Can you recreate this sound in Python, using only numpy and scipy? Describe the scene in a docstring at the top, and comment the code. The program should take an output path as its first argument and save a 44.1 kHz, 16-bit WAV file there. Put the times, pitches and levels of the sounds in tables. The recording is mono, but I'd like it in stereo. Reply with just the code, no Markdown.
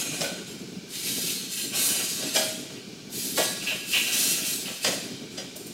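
"""In a factory hall, a steel mesh welding machine works through its cycle close by.
Air cylinders vent as turbulent jets, and valves spit and whistle. Clamps and stops strike and ring
in their natural modes, wire squeals by stick-slip friction in its guides and the carriage rattles.
Beneath it all lie a faint leak of air and the drone of motors and transformers, with brief low
swells in the rumble that are heard as dull thumps."""
import sys
import numpy as np
from scipy import signal
from scipy.fft import rfft, irfft, next_fast_len
from scipy.io import wavfile
from scipy.ndimage import uniform_filter1d, map_coordinates

SR = 44100
rng = np.random.default_rng(int(sys.argv[2]) if len(sys.argv) > 2 else 0)


def bounce(signal):
    """Save signal as a 16-bit WAV file at the path given by the first command-line argument."""
    frames = np.transpose(np.atleast_2d(signal))
    limited = np.clip(frames, -1, 1)
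    pcm = np.round(limited * 32767).astype(np.int16)
    wavfile.write(sys.argv[1], SR, pcm)


N = 252693
TIME = np.arange(N) / SR

# exhaust events: t/s, opening time/s, time open/s, relative level/dB, tilt/(dB per octave), valve
VENTS = [(-.06, .03, 0.067, -25.5, -2.5, "feed"), (.1, 0.038, 0.11, -31.5, -4, "feed"),
         (.465, 0.0092, 0.015, -40, -2.5, "pilot"), (.875, 0.08, 0.23, -31.5, -3, "lift"),
         (1.01, 0.053, 0.29, -29, -2, "lift"), (1.489, 0.033, 0.12, -29.5, -1.5, "pilot"),
         (1.729, 0.037, 0.079, -21.5, 0.5, "press"), (1.80, 0.049, 0.075, -21, 3.5, "press"),
         (1.97, 0.05, 0.16, -27.5, -1, "press"), (2.15, 0.046, 0.16, -31, -4.5, "press"),
         (2.338, 0.0095, 0.0097, -22, 1, "press"), (3.092, 0.075, 0.19, -29.5, 0, "lift"),
         (3.355, 0.016, 0.038, -21.5, -1, "press"), (3.61, 0.027, 0.17, -36.5, -3, "lift"),
         (3.84, 0.073, 0.24, -28.5, -0.5, "return"), (4.11, 0.031, 0.041, -20.5, -2, "return"),
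         (4.164, 0.013, 0.14, -21.5, 1, "return"), (4.44, 0.02, 0.072, -25.5, 0.5, "return"),
         (4.65, 0.018, 0.11, -37, -2, "return"), (4.814, 0.033, 0.018, -23, -3, "press"),
         (4.97, 0.02, 0.021, -51, -12, "press"), (5.3, 0.015, 0.11, -43, -6, "feed")]
# peaks and dips of each valve's exhaust port: f/Hz, width/Hz, gain/dB
VALVE_RESONANCES = { "feed": [(4470, 1500, -4), (6800, 500, 4), (8200, 1800, 2), (15000, 2500, -2)],
                    "lift": [(4600, 1800, 1.5), (6300, 900, 0.5), (11900, 1600, 3), (14000, 1500, 2.5)],
                    "pilot": [(3000, 590, 3.5), (7340, 240, 12.5), (9550, 210, 8), (10900, 260, 9),
                    (13000, 300, 10), (14400, 600, 4)], "press": [(4700, 190, 1), (6740, 210, 3),
                    (8370, 1300, 0), (14600, 1500, -4)], "return": [(5300, 170, 2), (6570, 270, -0.5),
                    (7100, 540, 2), (10200, 400, -2), (12500, 500, 2.5)]}
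# natural modes of each steel part: f/Hz, relative level/dB, T60/s
PART_MODES = { "clamp": [(562, 3.5, 0.3), (632, -2, 0.45), (756, -11, 0.24), (1448, -1, 0.8),
              (1508, 2, 0.38), (2420, -7, .3), (3040, 2, 0.22), (3246, -5, 0.3), (3338, 2, .2),
              (5000, -3, 0.25), (5850, 1, .12)], "jaws": [(258, -8.5, .5), (533, 1, 0.3), (632, 2, 0.7),
              (777, -4, 0.42), (1440, -11, 0.7), (1652, 0, 0.5), (1935, -4, .3), (2377, 4, 0.27),
              (2960, 3, 0.3), (3205, 1, 0.55), (3295, 5, 0.5), (4140, 1, 0.27), (4985, 5, 0.45),
              (5130, 3, .2), (6250, 0, .2)], "frame": [(500, -3, 0.3), (625, 3, 0.35), (746, -2.5, 0.26),
              (868, -3, 0.19), (1133, -1.5, 0.42), (1388, -1, 0.3), (1434, -10, 0.88), (1657, -5, 0.9),
              (1937, -1, 0.4), (2215, -5, .3), (2476, 0, 0.35), (5340, -1, .2)],
              "gripper": [(535, -7, 0.45), (602, -7, 0.37), (745, -6, 0.2), (1556, -10, 0.5),
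              (1965, -13, 0.4), (2085, -7, 0.2), (2982, -6, 0.25), (3100, 0, 0.16), (3335, -6, 0.4),
              (4156, -6, 0.2), (4756, 4, 0.17), (4880, 3, 0.22), (5005, 3, 0.22), (5940, -6, 0.19)],
              "stop": [(613, 7.5, 0.16), (686, -3, .2)]}
# coherence of the left and right channels: f/Hz, correlation coefficient
COHERENCE = [(30, .88), (90, .965), (170, .97), (330, .945), (650, .9), (1000, .6), (1500, .35), (2500, 0),
             (16000, 0)]


def air_jets():
    """Turbulent jet noise, filtered by the resonances of the exhaust ports and the steelwork."""
    jet_spectrum = [(60, -35), (700, -26), (1150, -19.5), (1500, -12.5), (1900, -11), (2500, -4.5),
                    (3500, -0.5), (5000, 2), (7000, 1), (9000, 1.5), (10000, 0), (11000, -0.5),
                    (12600, -0.5), (13200, -7), (15200, -6), (15700, -9)]  # turbulence: f/Hz, relative level/dB
    steelwork = [(1390, 40, 7), (2600, 26, 5.5), (2580, 33, 6), (3110, 49, 6.5)]  # resonances that every jet excites: f/Hz, width/Hz, gain/dB
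    turbulence = colour(noise(N), jet_spectrum, ripple_db=2.86)
    hz, t, bands = signal.stft(turbulence, SR, nperseg=2048, noverlap=1536)
    level_db, tilt, side_db, share = venting(t)
    port_db = np.transpose([peaks(steelwork + VALVE_RESONANCES[valve], hz) for *_, valve in VENTS])
    octaves = np.log2(np.maximum(hz, 3000) / 6000)
    # reflections from nearby steel comb the sound with drifting peaks and dips
    comb = uniform_filter1d(rng.standard_normal(bands.shape[1:]), size=3, axis=0)
    comb = unit(uniform_filter1d(comb, size=16, axis=1))
    bands = bands * amp(port_db @ share + octaves[:, None] * tilt + 3.26 * comb)
    jet = signal.istft(bands, SR, nperseg=2048, noverlap=1536)[1][:, :N]
    envelope = amp(np.interp(TIME, t, level_db) - 3.0 + 0.65 * wander(50))
    return jet * sides(np.interp(TIME, t, side_db)) * envelope


def venting(t):
    """Incoherent jets add in power: gives level, tilt and balance at times t, and each vent's share."""
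    build_db_per_s = 15  # the flow builds while a valve stays open
    fade_db_per_s, dull_db_per_octave_s = 59, 16.5  # once it shuts, the hiss fades and dulls in the hall
    jet_side_db, echo_side_db, echo_s = 0.7, -3.5, 0.082  # the jet is ahead, its echo to the right
    start, opening, length, db, brightness = np.transpose([row[:-1] for row in VENTS])[:, :, None]
    age, shut = np.maximum(t - start, 0), np.maximum(t - start - length, 0)
    flow_db = db + build_db_per_s * (age - shut) - fade_db_per_s * shut
    power = (ramp(age, opening) * amp(flow_db)) ** 2 + 1e-14
    tilt = brightness - dull_db_per_octave_s * shut
    side_db = echo_side_db + (jet_side_db - echo_side_db) * np.exp(-shut / echo_s)
    share = power / power.sum(0)
    return 10 * np.log10(power.sum(0)), (share * tilt).sum(0), (share * side_db).sum(0), share


def clanks():
    """Impact excitation: closing steel faces give a crack, a dense crash, a thud and modal ringing."""
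    # clamps, jaws and stops: t/s, level/dB, relative thud/dB, tilt/(dB per octave), closing time/s,
    # relative crack/dB, relative ring/dB, part struck
    impacts = [(.2, -28.5, 5, 3, 0.019, 2, -16, "clamp"), (.236, -43, -3, 2, 0.0094, -6, 7, "clamp"),
               (1.165, -52, 10, -3, 0.015, -20, -6, "frame"), (1.733, -41, 3, 2, 0.01, -10, -7, "jaws"),
               (1.992, -38, -4, -2, 0.01, -8, -8, "frame"), (2.215, -45, 11, -3, 0.016, -12, 1, "jaws"),
               (2.345, -29, -10, 3, 0.008, -2, -20, "jaws"), (2.352, -21.5, 0, 3, 0.014, 0, -8, "jaws"),
               (2.698, -47, -2, 1, 0.004, -2, -10, "frame"),
               (3.372, -25.5, 7, 1, 0.008, -10, -5.5, "frame"), (3.400, -33, 5, 1, 0.009, -3, -12, "frame"),
               (3.715, -38, -4, -2, 0.012, -10, -8, "frame"), (4.368, -49, 0, 0, 0.012, -6, 2, "jaws"),
               (4.659, -34, 1, 1, 0.029, -15, -30, "frame"),
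               (4.842, -23.5, -2.5, 2.5, 0.0079, -2, -3, "gripper"),
               (4.864, -32, 6, 2, 0.005, -3, -8, "gripper"),
               (4.918, -42, 13, -5, 0.0052, -10, 0, "gripper"),
               (5.055, -53, 13, 4, 0.0074, -6, -18, "jaws"),
               (5.372, -36.5, -3, 1.5, 0.011, 0, 1, "gripper"), (5.552, -56, 6, 0, 0.014, -12, 10, "stop")]
    crash_spectrum = [(150, -12), (500, 9.5), (750, -0.5), (1050, -3), (1600, 1.5), (2050, 3), (2500, 2.5),
                      (3300, 5), (5000, -9), (7500, -2.5), (11000, -21), (15500, -54)]  # dense resonances: f/Hz, relative level/dB
    crack_spectrum = [(800, -33), (1900, -10), (3000, -3), (5500, 8), (7500, -2), (10500, -9), (15500, -24)]  # snap of the faces meeting: f/Hz, relative level/dB
    thud_spectrum = [(90, -48), (190, -8.5), (260, -2.5), (340, -6.5), (430, -5.5), (520, 6.5), (700, 3.5),
                     (900, -6.5), (1400, -14.5)]  # low body of the blow: f/Hz, relative level/dB
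    out, t = np.zeros((2, N)), np.arange(SR) / SR
    hz = np.geomspace(100, 16000, 300)
    octaves = np.log2(np.maximum(hz, 2000) / 4000)
    for start, db, thud_db, tilt, closing, crack_db, ring_db, part in impacts:
        chatter = amp(1.7 * wander(130)[:SR])
        seating = 0.005 / closing * np.exp(-((t - closing) / 0.0058) ** 2)  # faster closing seats harder
        tilted = np.column_stack([hz, read(crash_spectrum, hz) + tilt * octaves])
        crash = colour(noise(SR), tilted, ripple_db=5.0) * chatter * (decay(t, 0.062) + seating)
        contact_age = t - 0.4 * closing  # the first faces meet partway through the closing
        crack = colour(noise(SR), crack_spectrum, ripple_db=17.0) * chatter
        crack *= ramp(contact_age, 0.0018) * decay(contact_age, 0.033)
        thud = colour(noise(SR), thud_spectrum) * decay(t, 0.041) * (1 - decay(t, 0.014))
        body = crash + amp(thud_db) * thud + amp(ring_db) * ring(PART_MODES[part], t)
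        add(out, start, amp(db) * (amp(crack_db) * crack + ramp(t, closing) * body))
    return hall(out, wet_db=-13.0)


def squeals():
    """Stick-slip friction: irregular slips in the guides drive the bending modes of the steel wire."""
    drags = [(0, 0.14, -41.5), (1.06, 0.03, -35), (1.265, 0.04, -36), (1.56, 0.043, -36.5),
             (1.719, 0.059, -30), (1.84, 0.16, -37.5), (1.983, 0.025, -37), (2.758, 0.02, -43),
             (3.597, 0.036, -34), (3.661, 0.05, -24), (3.908, 0.02, -30), (3.926, 0.038, -18),
             (3.967, 0.014, -25), (4.055, 0.16, -31.5), (4.25, 0.24, -36), (4.645, 0.037, -33.5)]  # pulls through the guides: t/s, duration/s, relative level/dB
    wire_modes = [(1660, -17, 0.6), (1940, -14, 0.5), (2250, -6, 0.12), (2488, -1.5, 0.25), (2557, 0, .1),
                  (2628, 2, 0.16), (2765, 3, 0.15), (2846, 3, 0.15), (2950, -2, 0.1), (3075, -2, 0.2),
                  (3150, -2, .1), (3327, -5, .1), (3520, -3, .07), (3960, -2, 0.08)]  # bending modes: f/Hz, relative level/dB, T60/s
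    scrape_spectrum = [(100, -55), (900, -12), (1500, -14.5), (2000, -9), (2400, 6), (2750, -9), (3400, -3),
                       (6000, -8), (12000, -13)]  # friction noise: f/Hz, relative level/dB
    slips_per_s, pitch_spread = 2300, 0.00292  # spread: rms fraction of the pitch
    rubbing = activity(drags, rise_s=0.016, fall_s=0.036)
    slips = rng.uniform(-1.05, 1, N) * (rng.random(N) < slips_per_s / SR)
    wire = resonate(slips, wire_modes)
    # the free length of wire changes, and its pitch with it
    warped = np.arange(N) + np.cumsum(pitch_spread * wander(23.7))
    wire = np.array([map_coordinates(side, [warped], order=3, mode="mirror") for side in wire])
    scrape = colour(noise(N), scrape_spectrum, ripple_db=2.5)
    chatter = amp(0.82 * np.tanh(wander(200)))
    return hall(rubbing * (amp(-2.0) * wire + amp(-8.5) * scrape * chatter), wet_db=-7.0)


def carriage():
    """Random impacts: chain links and loose wires knock with the travel and excite the frame's modes."""
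    runs = [(-.03, 0.029, -36.5), (0.105, 0.27, -44), (1.134, 0.18, -66), (1.711, 0.23, -39.5),
            (2.158, 0.11, -42.5), (3.606, 0.093, -43.5), (3.933, 0.042, -39), (4.047, 0.24, -43),
            (4.35, 0.21, -50.5), (4.65, 0.058, -55)]  # carriage movements: t/s, duration/s, relative level/dB
    rattle_spectrum = [(250, -55), (420, 3.5), (560, 3), (630, 4.5), (700, 5), (850, -0.5), (1100, -2.5),
                       (1600, 2.5), (2300, -22), (4000, 3), (12000, -48)]  # loose parts: f/Hz, relative level/dB
    knocks_per_s, idle_db = 1100, -58.5  # loose parts never quite rest
    travel = activity(runs, rise_s=0.031, fall_s=0.07)
    knocks = rng.uniform(-0.76, 1, (2, N)) * (rng.random(N) < knocks_per_s / SR)
    frame = resonate(knocks[0], PART_MODES["frame"])
    rattle = colour(knocks, rattle_spectrum, ripple_db=6.5) + amp(-6.0) * frame
    flicker = amp(2.9 * np.tanh(wander(43)))
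    return hall(rattle * np.hypot(travel, amp(idle_db)) * flicker, wet_db=-13.0)


def spits():
    """Transient jets: the pilot valve empties at once, and reverberation carries the hiss on."""
    releases = [(5.555, -35), (5.659, -38)]  # puffs of air: t/s, level/dB
    puff_spectrum = [(1500, -28), (4000, -4), (6500, -3), (9000, 1), (10000, -4), (11500, -4), (14000, -2),
                     (15800, -9)]  # crisp hiss: f/Hz, relative level/dB
    out, t = np.zeros((2, N)), np.arange(SR // 4) / SR
    hz = np.geomspace(1000, 16000, 300)
    spectrum = np.column_stack([hz, read(puff_spectrum, hz) + 0.69 * peaks(VALVE_RESONANCES["pilot"], hz)])
    puff = pulse(t, rise_s=0.011, fall_s=0.014)
    for start, db in releases:
        add(out, start, amp(db) * puff * colour(noise(len(t)), spectrum))
    return hall(out, wet_db=0.5)


def whistles():
    """Edge tones: air across a valve edge sings a narrow, fluttering band of noise."""
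    notes = [(0, 0.15, 6540, -41), (0, 0.32, 2450, -47), (1.88, 0.17, 2990, -42.5)]  # valve tones: t/s, duration/s, f/Hz, relative level/dB
    flutter_hz = 90
    out = np.zeros((2, N))
    for start, length, hz, db in notes:
        gate = ramp(TIME - start, 0.0041) * ramp(start + length - TIME, 0.061)
        flutter = wander(flutter_hz) + 1j * wander(flutter_hz)
        out += gate * amp(db) * (flutter * np.exp(2j * np.pi * hz * TIME)).real
    return hall(out * amp(2.5), wet_db=-6.0)


def thumps():
    """Tone bursts: brief low swells in the machine's rumble, a few cycles long, heard as dull thumps."""
    swells = [(0.109, 161, -35), (0.199, 163, -31.5), (0.756, 185, -29.5), (1.159, 271, -32.5),
              (1.231, 181, -33), (2.729, 193, -36), (3.289, 175, -41), (3.375, 323, -32), (3.515, 180, -38),
              (3.624, 185, -33), (4.898, 286, -34)]  # swells in the rumble: t/s, f/Hz, level/dB
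    out, t = np.zeros((2, N)), np.arange(SR // 4) / SR
    envelope = pulse(t, rise_s=0.018, fall_s=0.017)
    for start, hz, db in swells:
        add(out, start, amp(db) * envelope * np.sin(2 * np.pi * hz * t)[None])
    return hall(out, wet_db=-24.0)


def drone():
    """Forced vibration of motors and transformers: a churning rumble and wavering hum lines."""
    rumble_levels = [(0, -42), (.22, -43.5), (.66, -41.5), (.92, -47.5), (1.18, -39), (1.5, -47),
                     (1.7, -41), (2.05, -43.5), (2.25, -41.5), (2.98, -45.5), (3.25, -40.5), (3.92, -45.5),
                     (4.2, -42), (4.72, -44.5), (4.8, -51.5), (4.88, -41), (5.45, -45), (5.73, -43.5)]  # course of the rumble: t/s, relative level/dB
    rumble_spectrum = [(25, -29), (50, -24.5), (80, -20), (125, -5.5), (160, -3), (195, 1.5), (220, 0.5),
                       (265, 1), (350, -4), (430, -6), (540, -14.5), (800, -21), (1200, -31), (2000, -38)]  # machinery noise: f/Hz, relative level/dB
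    hum_lines = [(100, -67.5), (146, -65), (185, -53.5), (263, -64.5)]  # machinery tones: f/Hz, level/dB
    churn_db = 4 * np.tanh(wander(34))
    level_db = np.interp(TIME, *np.transpose(rumble_levels)) + churn_db + 1.03
    out = colour(noise(N), rumble_spectrum, ripple_db=3.5) * amp(level_db)
    for hz, db in hum_lines:
        gain = amp(db + 2.0 * wander(1.4))
        pitch_hz = hz + 3 * wander(7.03)
        out += gain * np.sin(2 * np.pi * np.cumsum(pitch_hz) / SR)
    return out


def leak():
    """Steady turbulence: escaping compressed air hisses faintly from the right."""
    hiss_spectrum = [(700, -8.5), (1150, -8), (1500, 0), (1850, -9), (2300, 4), (3200, 0.5), (5000, 3.5),
                     (6500, -1), (9000, -10), (12500, -15.5), (15500, -20)]  # leaking air: f/Hz, relative level/dB
    hiss = colour(noise(N), hiss_spectrum, ripple_db=3.0)
    return hiss * sides(-3.0) * amp(-45.5 + 0.24 * wander(6.4))


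def hall(x, wet_db):
    """Reverberation: adds a diffuse tail in which each band decays at its own rate."""
    decay_times = [(150, 1), (600, 0.7), (1500, 0.97), (3500, 0.99), (7000, 1), (14000, 0.41)]  # reverberation time: f/Hz, T60/s
    hz, t, bands = signal.stft(colour(noise(SR), [(1, 0), (SR, 0)]), SR, nperseg=256)
    fade = amp(-60 * t / read(decay_times, hz)[:, None])
    tail = signal.istft(bands * fade * (1 - decay(t, 0.01)), SR, nperseg=256)[1]
    return x + amp(wet_db) * signal.fftconvolve(x, tail / np.linalg.norm(tail[0]), axes=1)[:, :N]


def colour(x, spectrum, ripple_db=0):
    """Spatial coherence: filters two unrelated signals to a spectrum; long waves reach both sides alike."""
    size = next_fast_len(x.shape[1])
    hz, (left, other) = np.fft.rfftfreq(size, 1 / SR), rfft(x, size)
    coherence = np.clip(read(COHERENCE, hz), -1, 1)
    stereo = np.array([left, coherence * left + np.sqrt(1 - coherence ** 2) * other])
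    knots = np.arange(0, SR / 2, 45)  # a fine random ripple stands for dense resonances
    depth = np.minimum(hz / 1000, 1) / np.sqrt(1 + (hz / 9000) ** 2)  # high ones overlap and even out
    ripple = ripple_db * depth * np.interp(hz, knots, rng.uniform(-np.sqrt(3), np.sqrt(3), len(knots)))
    return unit(irfft(stereo * amp(read(spectrum, hz) + ripple), size)[:, :x.shape[1]])


def ring(modes, t):
    """Free vibration: a sum of damped modes, the higher ones differing in phase between the sides."""
    contact_s = 0.00021  # steel needs this long to start ringing
    out = np.zeros((2, len(t)))
    for hz, db, t60 in modes:
        phase = rng.uniform(0, 2 * np.pi)
        shift = rng.choice([-1, 1]) * np.arccos(np.clip(read(COHERENCE, hz), -1, 1))
        out += amp(db - 60 * t / t60) * np.sin(2 * np.pi * hz * t + [[phase], [phase + shift]])
    return out * ramp(t, contact_s)


def resonate(force, modes):
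    """Linear response: the force convolved with the ringing of the modes, at rms 1."""
    return unit(signal.fftconvolve(force[None], ring(modes, np.arange(SR // 2) / SR), axes=1)[:, :N])


def peaks(resonances, hz):
    """Gain in dB of a row of bell-shaped resonances."""
    return sum(db / (1 + (2 * (hz - centre) / width) ** 2) for centre, width, db in resonances)


def activity(events, rise_s, fall_s):
    """Summed envelopes of events that rise, hold and die away."""
    return sum(amp(db) * ramp(TIME - start, rise_s) * decay(TIME - start - length, fall_s)
               for start, length, db in events)


def pulse(t, rise_s, fall_s):
    """A linear rise, then an exponential fall."""
    return ramp(t, rise_s) * decay(t - rise_s, fall_s)


def ramp(t, rise_s):
    """Linear rise from 0 to 1."""
    return np.clip(t / rise_s, 0, 1)


def decay(t, fall_s):
    """Exponential decay from 1, beginning at t = 0."""
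    return np.exp(-np.maximum(t, 0) / fall_s)


def noise(samples):
    """Two independent white noises."""
    return rng.standard_normal((2, samples))


def wander(rate_hz):
    """Low-pass random fluctuation of rms 1."""
    hz = np.fft.rfftfreq(N, 1 / SR)
    return unit(irfft(rfft(rng.standard_normal(N)) * np.exp(-(hz / rate_hz) ** 2), N))


def sides(db):
    """Stereo gains for a level difference, left minus right, in dB."""
    return amp(np.array([[.5], [-.5]]) * db)


def amp(db):
    """Decibels to gain."""
    return 10 ** (np.asarray(db) / 20)


def unit(x):
    """Scales to rms 1."""
    return x / np.sqrt(np.mean(x ** 2) + 1e-20)


def read(points, hz):
    """Interpolates a table on a log-frequency axis."""
    f, value = np.transpose(points)
    return np.interp(np.log(hz + 1), np.log(f + 1), value)


def add(mix, start_s, sound):
    """Adds a sound into the stereo mix."""
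    part = mix[:, max(round(start_s * SR), 0):][:, :sound.shape[1]]
    part += sound[:, :part.shape[1]]


def scene():
    """Superposition of all the machine's sources."""
    return (drone() + leak() + air_jets() + spits() + clanks() + thumps()
            + squeals() + carriage() + whistles())


def record(dry):
    """Directivity: the right microphone faces the working parts and hears more treble; then a low-pass."""
    balance = [(100, 1), (500, -1.2), (1200, -0.7), (2500, -2), (8000, -3.5), (13000, -1.1)]  # microphone imbalance: f/Hz, left minus right level/dB
    heard = irfft(rfft(dry) * sides(read(balance, np.fft.rfftfreq(N, 1 / SR))), N)
    low_pass = signal.firwin(511, cutoff=15850, window=("kaiser", 9), fs=SR)
    return signal.oaconvolve(heard, low_pass[None], "same")


dry = scene()
out = record(dry)
bounce(out)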